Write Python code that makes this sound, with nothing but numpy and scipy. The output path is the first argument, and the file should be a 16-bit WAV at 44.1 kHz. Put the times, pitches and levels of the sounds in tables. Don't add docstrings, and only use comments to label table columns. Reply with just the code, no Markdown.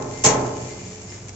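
import sys
import numpy as np
from scipy import signal
from scipy.fft import rfft, irfft
from scipy.io import wavfile

SR = 44100
rng = np.random.default_rng(int(sys.argv[2]) if len(sys.argv) > 2 else 0)


def store_wav(level_fs):
    pcm = np.round(np.clip(np.atleast_2d(level_fs), -1, 1) * 32767)
    wavfile.write(sys.argv[1], SR, pcm.T.astype(np.int16))


N = 59535
TIME = np.arange(N) / SR

# start_s, gain_db
CLANK_EVENTS = [(-.26, 0), (.2385, 0)]
# delay_s, relative_db
CLANK_CONTACTS = [(0, -3), (.0045, 0), (.008, 1), (.0125, 0), (.0215, 1), (.025, -1)]
# pitch_hz, relative_db, left_minus_right_db
SHELL_MODES = [(125.0, -26.0, -1.0), (244.0, -30.0, -3.0), (275.0, -29.0, 0.0), (355.0, -29.0, -1.0),
               (410.0, -25.0, -2.0), (432.0, -27.0, 8.0), (459.0, -29.0, -3.0), (564.0, -32.0, -4.0),
               (583.0, -30.0, 7.0), (614.0, -25.0, -7.0), (639.0, -32.0, 3.0), (814.0, -26.0, 5.0),
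               (844.0, -27.0, 3.0), (873.0, -23.0, -11.0), (961.0, -34.0, 5.0), (1039.0, -25.0, -10.0),
               (1070.0, -27.0, 10.0), (1285.0, -33.0, 1.0), (1335.0, -34.0, -1.0), (4373.0, -33.0, -1.0),
               (5561.0, -26.0, -4.0), (5640.0, -29.0, 6.0), (6207.0, -18.0, 15.0), (6324.0, -23.0, 17.0),
               (6877.0, -24.0, -1.0), (7066.0, -27.0, -0.0), (7161.0, -19.0, -5.0)]
# frequency_hz, relative_density_db
STEEL_SPECTRUM = [(25, -18.5), (60, -17.5), (120, -4.5), (200, -10), (430, -7), (700, -5.5), (1000, -8.5),
                  (1400, -16), (2300, -9.5), (3300, -12), (4900, -8.5), (6100, 1.5), (7200, 6),
                  (7800, -6.5), (8600, -43.5)]
# frequency_hz, t60_s
STEEL_DECAY = [(100, 1.73), (400, 1.455), (900, 0.99), (1400, 0.99), (2500, 0.39), (4500, 0.28),
               (7000, 0.23)]
# pitch_hz, relative_db
BODY_MODES = [(112, -26), (141, -23), (446, -17), (835, -21), (1052, -25)]
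# frequency_hz, relative_density_db
GRAIN_SPECTRUM = [(300, -3), (1200, -9.5), (2300, -2.5), (3400, -8.5), (5000, -5), (6300, 2), (7400, 2.5),
                  (7800, -6.5), (8150, -52)]
# time_s, level_db
GRAIN_FLOW = [(0, -45), (.08, -43), (.2, -39), (.45, -39), (.55, -42), (.7, -39), (.77, -41.5), (.92, -42),
              (1.06, -45), (1.14, -40.5), (1.25, -47.5), (1.3, -46.5), (1.35, -45)]
# start_s, level_db
KERNEL_HITS = [(0.0236, -31), (0.4658, -34), (0.9311, -38), (1.0176, -36), (1.134, -52), (1.284, -34.5),
               (1.293, -34)]
# pitch_hz, relative_db, left_minus_right_db
STIRRED_MODES = [(1730, -25, 5), (2331, -19, 2), (2420, -23, 5), (2990, -24, 5), (3410, -26, 1),
                 (4210, -26, -4), (4480, -24, 7), (4680, -26, 1), (4760, -25, 0), (5238, -20, 0),
                 (7063, -13, -8), (7390, -18, -9)]
# time_s, gain_db
RUBBING_STRENGTH = [(0, 10.5), (.08, -11), (.15, 11), (.22, 9), (.5, 0), (.64, -2.5), (.72, 9.5),
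                    (.78, 5.5), (.85, 0), (1.04, -15), (1.11, 7.5), (1.16, 5), (1.22, -5), (1.35, -16)]
# centre_s, half_length_s, pitch_hz, level_db
SCRAPE_SQUEAKS = [(.69, .03, 7100, -47), (1.102, .022, 5260, -50), (1.16, .025, 5230, -57)]
# frequency_hz, relative_density_db
BURNER_SPECTRUM = [(20, -36), (35, -38), (55, -3.5), (110, -2.5), (220, -4.5), (420, -11.5), (700, -13),
                   (1300, -20), (3000, -37.5), (8000, -73.5)]
# pitch_hz, level_db
DRONE_MODES = [(122, -49.5), (185, -50.5), (274, -69), (355, -52), (431, -49.5)]
# time_s, level_db
HUM_LEVEL = [(0, -47), (.68, -48), (.78, -41.5), (.98, -50), (1.1, -41), (1.35, -42)]
# frequency_hz, correlation
STEREO_CORRELATION = [(100, 0.99), (250, 0.99), (500, 0.58), (1000, 0.4), (3000, 0), (7000, 0)]
# frequency_hz, left_minus_right_db
STEREO_BALANCE = [(100, -2.5), (600, -1), (1400, 3.5), (2500, 4.5), (5000, -0.5), (6300, 6.5), (7400, -5)]


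def clank(dense_db=-5.5, bloom_s=0.0025):
    t = np.arange(2 * N) / SR
    energy = sum(amp(db) ** 2 * (t >= delay) for delay, db in CLANK_CONTACTS)
    dense = amp(dense_db) * dense_modes(t)
    shell = shell_ring(t) * (1 - np.exp(-t / bloom_s))
    return body_boom(t) + np.sqrt(energy / energy[-1]) * (dense + shell)


def dense_modes(t):
    noise = colour(rng.standard_normal((2, len(t))), STEEL_SPECTRUM)
    hz, frame_s, spectra = signal.stft(noise, SR, nperseg=512)
    decay = amp(-60 * frame_s / at_hz(STEEL_DECAY, hz)[:, None])
    return signal.istft(spectra * decay, SR, nperseg=512)[1][:, :len(t)]


def shell_ring(t, gain_db=1):
    shell = 0
    for hz, db, side_db in SHELL_MODES:
        gap = np.arccos(at_hz(STEREO_CORRELATION, hz)) * rng.choice([-1, 1])
        phase = 2 * np.pi * rng.random() + np.array([[0], [gap]])
        ring = np.sin(2 * np.pi * hz * t + phase) * dying(t, at_hz(STEEL_DECAY, hz))
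        shell = shell + amp(db + gain_db) * unit(pan(side_db)) * ring
    return shell


def body_boom(t, ramp_s=0.018, t60_s=0.21):
    modes = sum(amp(db) * np.sin(2 * np.pi * hz * t) for hz, db in BODY_MODES)
    return modes * t / ramp_s * dying(t, t60_s)


def chatter(gain_db=-17, t60_s=0.071, spread_db=3, cracks_per_s=1400):
    t = np.arange(SR // 4) / SR
    energy = sum((amp(db) * (t >= delay) * dying(abs(t - delay), t60_s)) ** 2
                 for delay, db in CLANK_CONTACTS)
    sizes = amp(spread_db * np.minimum(rng.exponential(1, len(t)), 4))
    cracks = sizes * (rng.random(len(t)) < cracks_per_s / SR) * rng.standard_normal((2, len(t)))
    return amp(gain_db) * np.sqrt(energy) * colour(cracks, GRAIN_SPECTRUM)


def grain(impacts_per_s=1600, spread_db=2, kernel_t60_s=0.037):
    sizes = amp(spread_db * np.minimum(rng.exponential(1, N), 5))
    impacts = sizes * (rng.random(N) < impacts_per_s / SR) * rng.standard_normal((2, N))
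    wash = rng.standard_normal((2, N))
    drive = level(GRAIN_FLOW) * unit(unit(impacts) + wash)
    t = np.arange(SR // 8) / SR
    for start_s, db in KERNEL_HITS:
        add(drive, start_s, amp(db) * dying(t, kernel_t60_s) * rng.standard_normal((2, len(t))))
    return np.std(drive) * colour(drive, GRAIN_SPECTRUM)


def stirred_steel(gain_db=2):
    return amp(gain_db) * level(GRAIN_FLOW) * resonances(STIRRED_MODES, width_hz=17)


def rubbing_steel(squeal_hz=2078, waver_hz=4, gain_db=-58.5, side_db=12):
    pitch_hz = squeal_hz + waver_hz * resonance(0, width_hz=40)
    squeal = unit(np.sin(2 * np.pi * np.cumsum(pitch_hz) / SR))
    sound = amp(gain_db) * level(RUBBING_STRENGTH) * unit(pan(side_db)) * squeal
    for centre_s, half_s, hz, db in SCRAPE_SQUEAKS:
        swell = np.exp(-((TIME - centre_s) / half_s) ** 2)
        sound += swell * resonances([(hz, db, 0)], width_hz=220)
    return sound


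def burner(level_db=-43):
    return amp(level_db) * colour(rng.standard_normal((2, N)), BURNER_SPECTRUM)


def drum_drone():
    return sum(amp(db) * resonance(hz, width_hz=7) for hz, db in DRONE_MODES)


def motor_hum(pitch_hz=99.1):
    return level(HUM_LEVEL) * unit(np.sin(2 * np.pi * (pitch_hz * TIME + rng.random())))


def resonance(hz, width_hz):
    f = np.fft.rfftfreq(N, 1 / SR)
    phases = np.exp(2j * np.pi * rng.random(len(f)))
    return unit(irfft(phases / (1 + (2 * (f - hz) / width_hz) ** 2), N))


def resonances(modes, width_hz):
    return sum(amp(db) * unit(pan(side_db)) * np.array([resonance(hz, width_hz) for _ in range(2)])
               for hz, db, side_db in modes)


def colour(x, spectrum):
    hz = np.fft.rfftfreq(x.shape[1], 1 / SR)
    left, independent = rfft(x)
    correlation = at_hz(STEREO_CORRELATION, hz)
    right = correlation * left + np.sqrt(1 - correlation ** 2) * independent
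    shaped = np.array([left, right]) * amp(at_hz(spectrum, hz)) * pan(at_hz(STEREO_BALANCE, hz))
    return unit(irfft(shaped, x.shape[1]))


def dying(t, t60_s):
    return np.exp(-np.log(1000) * t / t60_s)


def amp(db):
    return 10 ** (np.asarray(db) / 20)


def unit(x):
    return x / np.sqrt(np.mean(x ** 2) + 1e-20)


def at_hz(points, hz):
    f, value = np.transpose(points)
    return np.interp(np.log(hz + 1), np.log(f + 1), value)


def level(points):
    return amp(np.interp(TIME, *np.transpose(points)))


def pan(db):
    return amp(np.array([db, -db]).reshape(2, -1) / 2)


def add(mix, start_s, sound):
    start = round(start_s * SR)
    sound = sound[:, max(-start, 0):]
    part = mix[:, max(start, 0):][:, :sound.shape[1]]
    part += sound[:, :part.shape[1]]


def scene():
    mix = burner() + drum_drone() + motor_hum() + grain() + rubbing_steel() + stirred_steel()
    for start_s, db in CLANK_EVENTS:
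        add(mix, start_s, amp(db) * clank())
        add(mix, start_s, amp(db) * chatter())
    return mix


def record(dry, ceiling=0.88, cutoff_hz=8554):
    rounded = dry / (1 + (dry / ceiling) ** 8) ** (1 / 8)
    lowpass = signal.firwin(301, cutoff_hz, window=("kaiser", 9), fs=SR)
    return signal.oaconvolve(rounded, lowpass[None], "same")


dry = scene()
out = record(dry)
store_wav(out)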